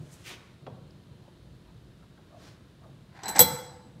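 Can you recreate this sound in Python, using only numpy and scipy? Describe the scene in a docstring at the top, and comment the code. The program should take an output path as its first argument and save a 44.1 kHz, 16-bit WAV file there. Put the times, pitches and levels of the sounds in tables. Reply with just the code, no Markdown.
"""The loose handle of a steel bench vise slides rattling through the screw head until its end knob
clanks against it. Each hit rings the rod and the vise, and the wooden bench thuds.
Before that the vise is tightened: a hand knocks the handle, shoes and sleeves scuff,
and there are faint gurgles and rubs. The workshop echoes over a low, steady hush."""
import sys
import numpy as np
from scipy import signal
from scipy.fft import rfft, irfft
from scipy.io import wavfile

SR = 44100
rng = np.random.default_rng(int(sys.argv[2]) if len(sys.argv) > 2 else 0)


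def file_out(sig):
    """Save sig as 16-bit WAV at sys.argv[1]."""
    # one column per channel
    cols = np.atleast_2d(sig).T
    # limit, then scale
    lim = np.clip(cols, -1, 1)
    pcm = np.round(lim * 32767).astype(np.int16)
    wavfile.write(sys.argv[1], SR, pcm)


N = 176400
T, HZ = np.arange(N) / SR, np.fft.rfftfreq(N, 1 / SR)

# Levels in the tables are relative. A spectrum says how strong each pitch is.
# room noise: f/Hz, level/dB
HUSH_SPECTRUM = [(15, -43.5), (25, -16), (48, -3.5), (75, -5.5), (107, -1.5), (183, -5), (253, -13),
                 (289, -12), (368, -13), (399, -17.5), (648, -21.5), (722, -25.5), (848, -29.5), (970, -25),
                 (1110, -28), (1660, -28.5), (2170, -33), (3090, -31), (3340, -31.5), (3720, -29),
                 (5730, -40), (10400, -44), (15500, -52.5)]
# how long the echo takes to fade by 60 dB (its t60): f/Hz, t60/s
ECHO_FADES = [(100, 0.75), (500, 0.86), (1300, 0.95), (3300, 0.56), (4200, 0.76), (8000, 0.62),
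              (13000, 0.36), (16000, 0.44)]
# strength of the echo: f/Hz, level/dB
ECHO_SPECTRUM = [(100, -10.5), (500, -8), (1300, -4), (3200, -10), (4200, -10.5), (8000, -14.5),
                 (13000, -15)]
# shoes and cloth: t/s, half length/s, level/dB, tilt/(dB per octave), rasp f/Hz, rasp boost/dB
SCUFFS = [(0.136, 0.02, -55.5, 5, 8000, 10), (0.204, 0.18, -59, -0.5, 9300, 5),
          (0.278, 0.023, -43, 2.5, 2420, 10.5), (.318, 0.029, -42.5, -.5, 2900, 7),
          (2.458, 0.058, -54.5, -1, 4240, 3)]
# brushing noise: f/Hz, level/dB
SCUFF_SPECTRUM = [(25, -28), (100, -11.5), (350, 3.5), (750, -1.5), (1500, -1), (2600, -4), (4200, -5),
                  (6000, -6), (10000, -14.5), (15500, -23)]
# faint gurgles, soft rubs and a tick: t/s, half length/s, level/dB, f/Hz, width/octaves
SMALL_SOUNDS = [(.909, 0.0023, -60.5, 4800, 0.13), (1.264, .04, -65, 840, 0.45),
                (1.69, 0.055, -67.5, 980, 0.35), (2.032, .007, -63.5, 1350, .3),
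                (2.038, 0.0056, -61, 860, .4), (2.178, 0.0045, -60, 1460, 0.25),
                (2.192, 0.0068, -61.5, 800, 0.3), (2.33, 0.025, -62, 1110, .2),
                (2.354, 0.032, -54.5, 651, .14), (2.865, 0.034, -58.5, 620, 0.36),
                (2.84, 0.015, -63, 1150, .25)]
# thumps through bench and floor: t/s, level/dB, t60/s
THUMPS = [(0.0, -42, 0.53), (0.616, -49, 0.81), (.675, -40, 0.61), (.765, -48.5, 0.58),
          (1.109, -47.5, 0.59), (1.441, -47.5, .6), (2.881, -49, 1), (3.405, -25, 0.43), (3.85, -52, .6),
          (3.952, -47.5, 0.58)]
# a low thump: f/Hz, level/dB
THUMP_SPECTRUM = [(25, -45), (60, -19), (100, -6.5), (130, 3.5), (175, -7.5), (260, -16), (600, -24),
                  (1500, -51.5), (15000, -86.5)]
# knocks of the hand: t/s, level/dB, hardness/Hz (higher is brighter)
KNOCKS = [(0.6662, -38, 4500), (0.6713, -39, 1430), (0.677, -33.5, 870), (.699, -44, 1340),
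          (1.279, -46, 610)]
# a dull knock: f/Hz, level/dB
KNOCK_SPECTRUM = [(25, -32), (50, -5), (130, 8), (300, 1), (520, 4.5), (1000, 0), (1500, -9), (2700, -12.5),
                  (3400, -18), (5500, -16), (15000, -31)]
# loudness of the sliding rod: t/s, level/dB
SLIDE_LEVELS = [(3.08, -81.5), (3.17, -53), (3.225, -51.5), (3.24, -42), (3.29, -41), (3.32, -41.5),
                (3.348, -42.5), (3.365, -29), (3.392, -38), (3.41, -69.5)]
# the rod scraping in its hole: f/Hz, level/dB
SCRAPE_SPECTRUM = [(25, -45), (60, -20), (170, -3), (550, -9), (790, 4), (860, -2), (970, 3), (1200, -10),
                   (1650, -2), (2100, -6), (2800, -17), (4600, -16), (5500, -22), (8000, -28), (11000, -41),
                   (15800, -46)]
# dense, short ring of the cast vise body: f/Hz, level/dB
CRACK_SPECTRUM = [(25, -41.5), (60, -23), (150, 1.5), (400, 0.5), (850, -3.5), (1200, -6), (2000, -6.5),
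                  (2700, -9), (4500, -3), (6200, 1.5), (7000, -5.5), (8300, 3.5), (9300, -3), (10200, -11),
                  (11900, -8), (13500, 4.5), (14500, -4), (15300, -21)]
# modes (natural tones) of vise and bench: f/Hz
VISE_PITCHES = [129, 190, 318, 495, 545, 1325, 2050, 3341, 5566, 9146, 9249, 12668, 14321, 14382]
# the same modes: level/dB, t60/s
VISE_MODES = [(-16, .35), (-11.5, 0.17), (-17.5, .16), (-1, 0.12), (-17.5, .12), (-16, 0.13), (-23.5, 0.14),
              (-8, 0.22), (-23.5, 0.23), (-10, 0.092), (-12, 0.088), (0.5, .1), (-4.5, .22), (-8, 0.23)]
# bending modes of the rod: f/Hz
ROD_PITCHES = [778, 887, 986, 1618, 4034, 7835, 7911, 12560, 12763, 12925]
# the same modes: level/dB, t60/s
ROD_MODES = [(-9.5, 0.063), (-12.5, 0.16), (-20.5, 0.097), (-21.5, 0.067), (-9.5, 0.24), (1.5, 0.11),
             (-3.5, .2), (-11, 0.16), (1.5, .16), (-16.5, .12)]
# handle hits on the screw head: t/s, crack level/dB, rod level/dB, vise level/dB, hardness/Hz
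HITS = [(3.2338, -30, -36, -63.5, 6000), (3.2570, -36, -26, -61.5, 5560),
        (3.2815, -24.5, -32.5, -48.5, 10200), (3.29, -27, -30, -54.5, 10200), (3.2970, -40, -22, -58, 1600),
        (3.351, -31.5, -44, -62, 7000), (3.361, -21, -33.5, -52.5, 8500), (3.3710, -35, -18.5, -56.5, 1310),
        (3.3836, -19.5, -39, -43.5, 7000), (3.3922, -3, -11, -25, 17250),
        (3.396, -15.5, -23.5, -25.5, 16000), (3.4040, -23, -12.5, -13.5, 19660),
        (3.4089, -11.5, -24, -16.5, 15000), (3.4233, -16, -32.5, -40, 11900)]

FLUTTER_DB, FLUTTER_HZ = 1.2, 44.87  # the loose rod makes the ring flutter
SEAT_S, SEAT_FALL_S = 3.419, 0.023  # when and how fast the knob settles
SEAT_LOSS_DB, SEAT_ABOVE_HZ = 12.5, 6000  # how it then damps the high modes
SWELL_CYCLES = 1.2  # a mode takes this long to swell
KNOCK_T60_S, CRACK_T60_S, SNAP_T60_S, CASTING_T60_S = 0.041, 0.046, 0.0042, 0.11
LOW_CUT_HZ, HIGH_CUT_HZ = 55, 15800


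def amp(db):
    """Turn decibels into a gain."""
    return 10 ** (np.asarray(db) / 20)


def read(points, hz):
    """Look up a table between its points, on a log-frequency axis."""
    f, value = np.transpose(points)
    return np.interp(np.log(hz + 1), np.log(f + 1), value)


def noise(db):
    """Noise of power one with the given spectrum."""
    x = irfft(rfft(rng.standard_normal(N)) * amp(db), N)
    return x / x.std()


def band_noise(hz, octaves, steepness):
    """Noise gathered around one pitch."""
    distance = np.log2((HZ + 1) / hz) / octaves
    return noise(-steepness * np.log10(1 + distance ** 2))


def waver(rate_hz):
    """A smooth random wobble of about size one."""
    return noise(-np.minimum(20 * (HZ / rate_hz) ** 2, 200))


def decay(start, t60):
    """A loudness curve that jumps to one and dies away."""
    return (T >= start) * np.exp(-np.log(1000) * np.clip((T - start) / t60, 0, 3))


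def swell(middle_s, half_s, db):
    """A loudness curve that rises and falls like a rubbing stroke."""
    return amp(db) * np.exp(-0.675 * ((T - middle_s) / half_s) ** 2)


def softened(hz, hard_hz):
    """A soft hit stirs up little above its hardness."""
    return 1 / np.sqrt(1 + (hz / hard_hz) ** 8)


def coloured(x, db):
    """Give white noise a spectrum, keeping its power; nothing sounds ahead of the input."""
    gain = amp(np.maximum(db, np.max(db) - 90))
    gain /= np.sqrt(np.mean(gain ** 2))
    cepstrum = irfft(np.log(gain), N)
    cepstrum[1:N // 2] *= 2  # fold the late half onto the early half
    cepstrum[N // 2 + 1:] = 0
    response = irfft(np.exp(rfft(cepstrum)), N)[:4096]
    return signal.oaconvolve(x, response)[:N]


def contact(envelope, spectrum, hard_hz):
    """A burst of noise as two things meet, duller for a soft hit."""
    db = read(spectrum, HZ) + 20 * np.log10(softened(HZ, hard_hz))
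    return coloured(envelope * rng.standard_normal(N), db)


def hush():
    """Steady room noise whose bass gently wavers."""
    steady = amp(-53.5) * noise(read(HUSH_SPECTRUM, HZ))
    bass = signal.sosfilt(signal.butter(1, 300, fs=SR, output="sos"), steady)
    return steady + bass * (amp(-waver(rate_hz=7.94)) - 1)


def room_echo(x):
    """The room answers with a blurred tail, each band dying at its own speed."""
    hz, t, bands = signal.stft(rng.standard_normal(SR), SR, nperseg=256)
    fade_rate = np.log(1000) / read(ECHO_FADES, hz)[:, None]
    gain = amp(read(ECHO_SPECTRUM, hz)[:, None]) * np.sqrt(2 * fade_rate / SR)
    tail = signal.istft(bands * gain * np.exp(-fade_rate * t), SR, nperseg=256)[1][:SR]
    fade_in = np.clip(T[:SR] / 0.011 - 0.5, 0, 1)  # the echo comes a moment late
    return signal.fftconvolve(x, tail * fade_in)[:N]


def rumble():
    """A low handling rumble swells and fades."""
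    return swell(middle_s=1.62, half_s=0.15, db=-54) * band_noise(hz=58.4, octaves=0.13, steepness=30)


def small_sounds():
    """Faint, short gurgles, soft rubs and a tick, each a swell of narrow noise."""
    return sum(swell(s, half, db) * band_noise(hz, width, steepness=20)
               for s, half, db, hz, width in SMALL_SOUNDS)


def scuffs():
    """Soles and cloth brush with a grainy sound, each stroke with its own rasp."""
    octaves = np.log2(np.maximum(HZ, 300) / 2000)
    out = np.zeros(N)
    for s, half, db, tilt, hz, rasp_db in SCUFFS:
        rasp = rasp_db * np.exp(-(np.log2((HZ + 1) / hz) / 0.67) ** 2)
        out += swell(s, half, db) * noise(read(SCUFF_SPECTRUM, HZ) + tilt * octaves + rasp)
    return out * amp(-1.5 + 1.1 * waver(rate_hz=300))


def screw_ring(width_hz=54):
    """Rubbing in the turning thread keeps two faint tones sounding."""
    peaks = sum(amp(db) / (1 + ((HZ - hz) / width_hz) ** 2) for hz, db in [(3100, -1.7), (4200, -0.3)])
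    return swell(middle_s=1.04, half_s=0.73, db=-79) * noise(20 * np.log10(peaks))


def thumps(rise_s=0.007):
    """Low thuds travel through bench and floor."""
    power = sum((amp(db) * decay(s, t60) * np.clip((T - s) / rise_s, 0, 1)) ** 2 for s, db, t60 in THUMPS)
    return np.sqrt(power) * noise(read(THUMP_SPECTRUM, HZ))


def ring(pitches, modes, times, levels, hard_hz):
    """Each hit adds energy to every mode; the ring flutters, and the settled knob damps high modes."""
    out = np.zeros(N)
    seated = np.clip((T - SEAT_S) / SEAT_FALL_S, 0, 1)
    for hz, (db, t60) in zip(pitches, modes):
        kicks = np.bincount((times * SR).astype(int), (amp(levels) * softened(hz, hard_hz)) ** 2, N)
        kept = np.exp(-2 * np.log(1000) / (t60 * SR))  # share of energy left after one sample
        energy = signal.lfilter([1], [1, -kept], kicks)
        lag = np.exp(-hz / (SWELL_CYCLES * SR))
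        size = signal.lfilter([1 - lag], [1, -lag], np.sqrt(energy))
        flutter_db = FLUTTER_DB * np.interp(T * FLUTTER_HZ, np.arange(400), rng.standard_normal(400))
        loss_db = SEAT_LOSS_DB * seated * (hz > SEAT_ABOVE_HZ)
        tone = np.sin(2 * np.pi * (hz * T + rng.random()))
        out += size * amp(db + flutter_db - loss_db) * tone
    return np.sqrt(2) * out


def hand_knocks():
    """A hand makes dull knocks that barely ring the vise."""
    times, levels, hard_hz = np.transpose(KNOCKS)
    knocks = sum(contact(amp(db) * decay(s, KNOCK_T60_S), KNOCK_SPECTRUM, hard) for s, db, hard in KNOCKS)
    return knocks + ring(VISE_PITCHES, VISE_MODES, times, levels - 16.5, hard_hz)


def casting(times, levels, hard_hz, count=170, rise_s=0.00033):
    """Every hit rings a cloud of weak, close modes in the cast body of the vise."""
    t, out = T[:SR // 4], np.zeros(N)
    place, phase, life = rng.random((count, 3)).T
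    hz = np.interp((np.arange(count) + place) / count, [0, 0.3, 1], [250, 2400, 14800])
    size = amp(read(CRACK_SPECTRUM, hz) + 2.2 * np.clip(rng.standard_normal(count), -2, 2))
    t60 = CASTING_T60_S * (0.5 + life[:, None])
    modes = np.sin(2 * np.pi * (hz[:, None] * t + phase[:, None])) * np.exp(-np.log(1000) * t / t60)
    for s, db, hard in zip(times, levels, hard_hz):
        weights = size / np.linalg.norm(size) * softened(hz, hard) * rng.choice([-1, 1], count)
        out[int(s * SR):][:len(t)] += amp(db) * (weights @ modes) * np.minimum(t / rise_s, 1)
    return amp(-10.5) * out


def handle():
    """The rod scrapes, rattles and hits its stop, ringing itself and the vise."""
    times, crack_db, rod_db, vise_db, hard_hz = np.transpose(HITS)
    cracks = np.zeros(N)
    for s, db, hard in zip(times, crack_db, hard_hz):
        envelope = np.hypot(decay(s, CRACK_T60_S), amp(-0.5) * decay(s, SNAP_T60_S))
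        cracks += contact(amp(db - 7.5) * envelope, CRACK_SPECTRUM, hard)
    slide_db = np.interp(T, *np.transpose(SLIDE_LEVELS), left=-120, right=-120)
    scrape = amp(slide_db + 2.8 * waver(rate_hz=150)) * noise(read(SCRAPE_SPECTRUM, HZ))
    rod = ring(ROD_PITCHES, ROD_MODES, times, rod_db, hard_hz)
    vise = ring(VISE_PITCHES, VISE_MODES, times, vise_db, hard_hz)
    return cracks + scrape + amp(-4.5) * (rod + vise) + casting(times, crack_db, hard_hz)


def scene():
    """The vise is close by; the scuffs are further off, so they echo more."""
    near = handle() + hand_knocks() + thumps() + small_sounds() + screw_ring()
    far = scuffs()
    return (near + far + room_echo(near + amp(2) * far) + rumble() + hush())[None]


def record(dry):
    """The microphone drops deep bass, rounds off the loudest peaks and cuts the highest treble."""
    thin = signal.sosfilt(signal.butter(2, LOW_CUT_HZ, "high", fs=SR, output="sos"), dry)
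    rounded = thin / (1 + thin ** 6) ** (1 / 6)
    treble_cut = signal.firwin(511, HIGH_CUT_HZ, window=("kaiser", 9), fs=SR)
    return signal.oaconvolve(rounded, treble_cut[None], "same")


dry = scene()
out = record(dry)
file_out(out)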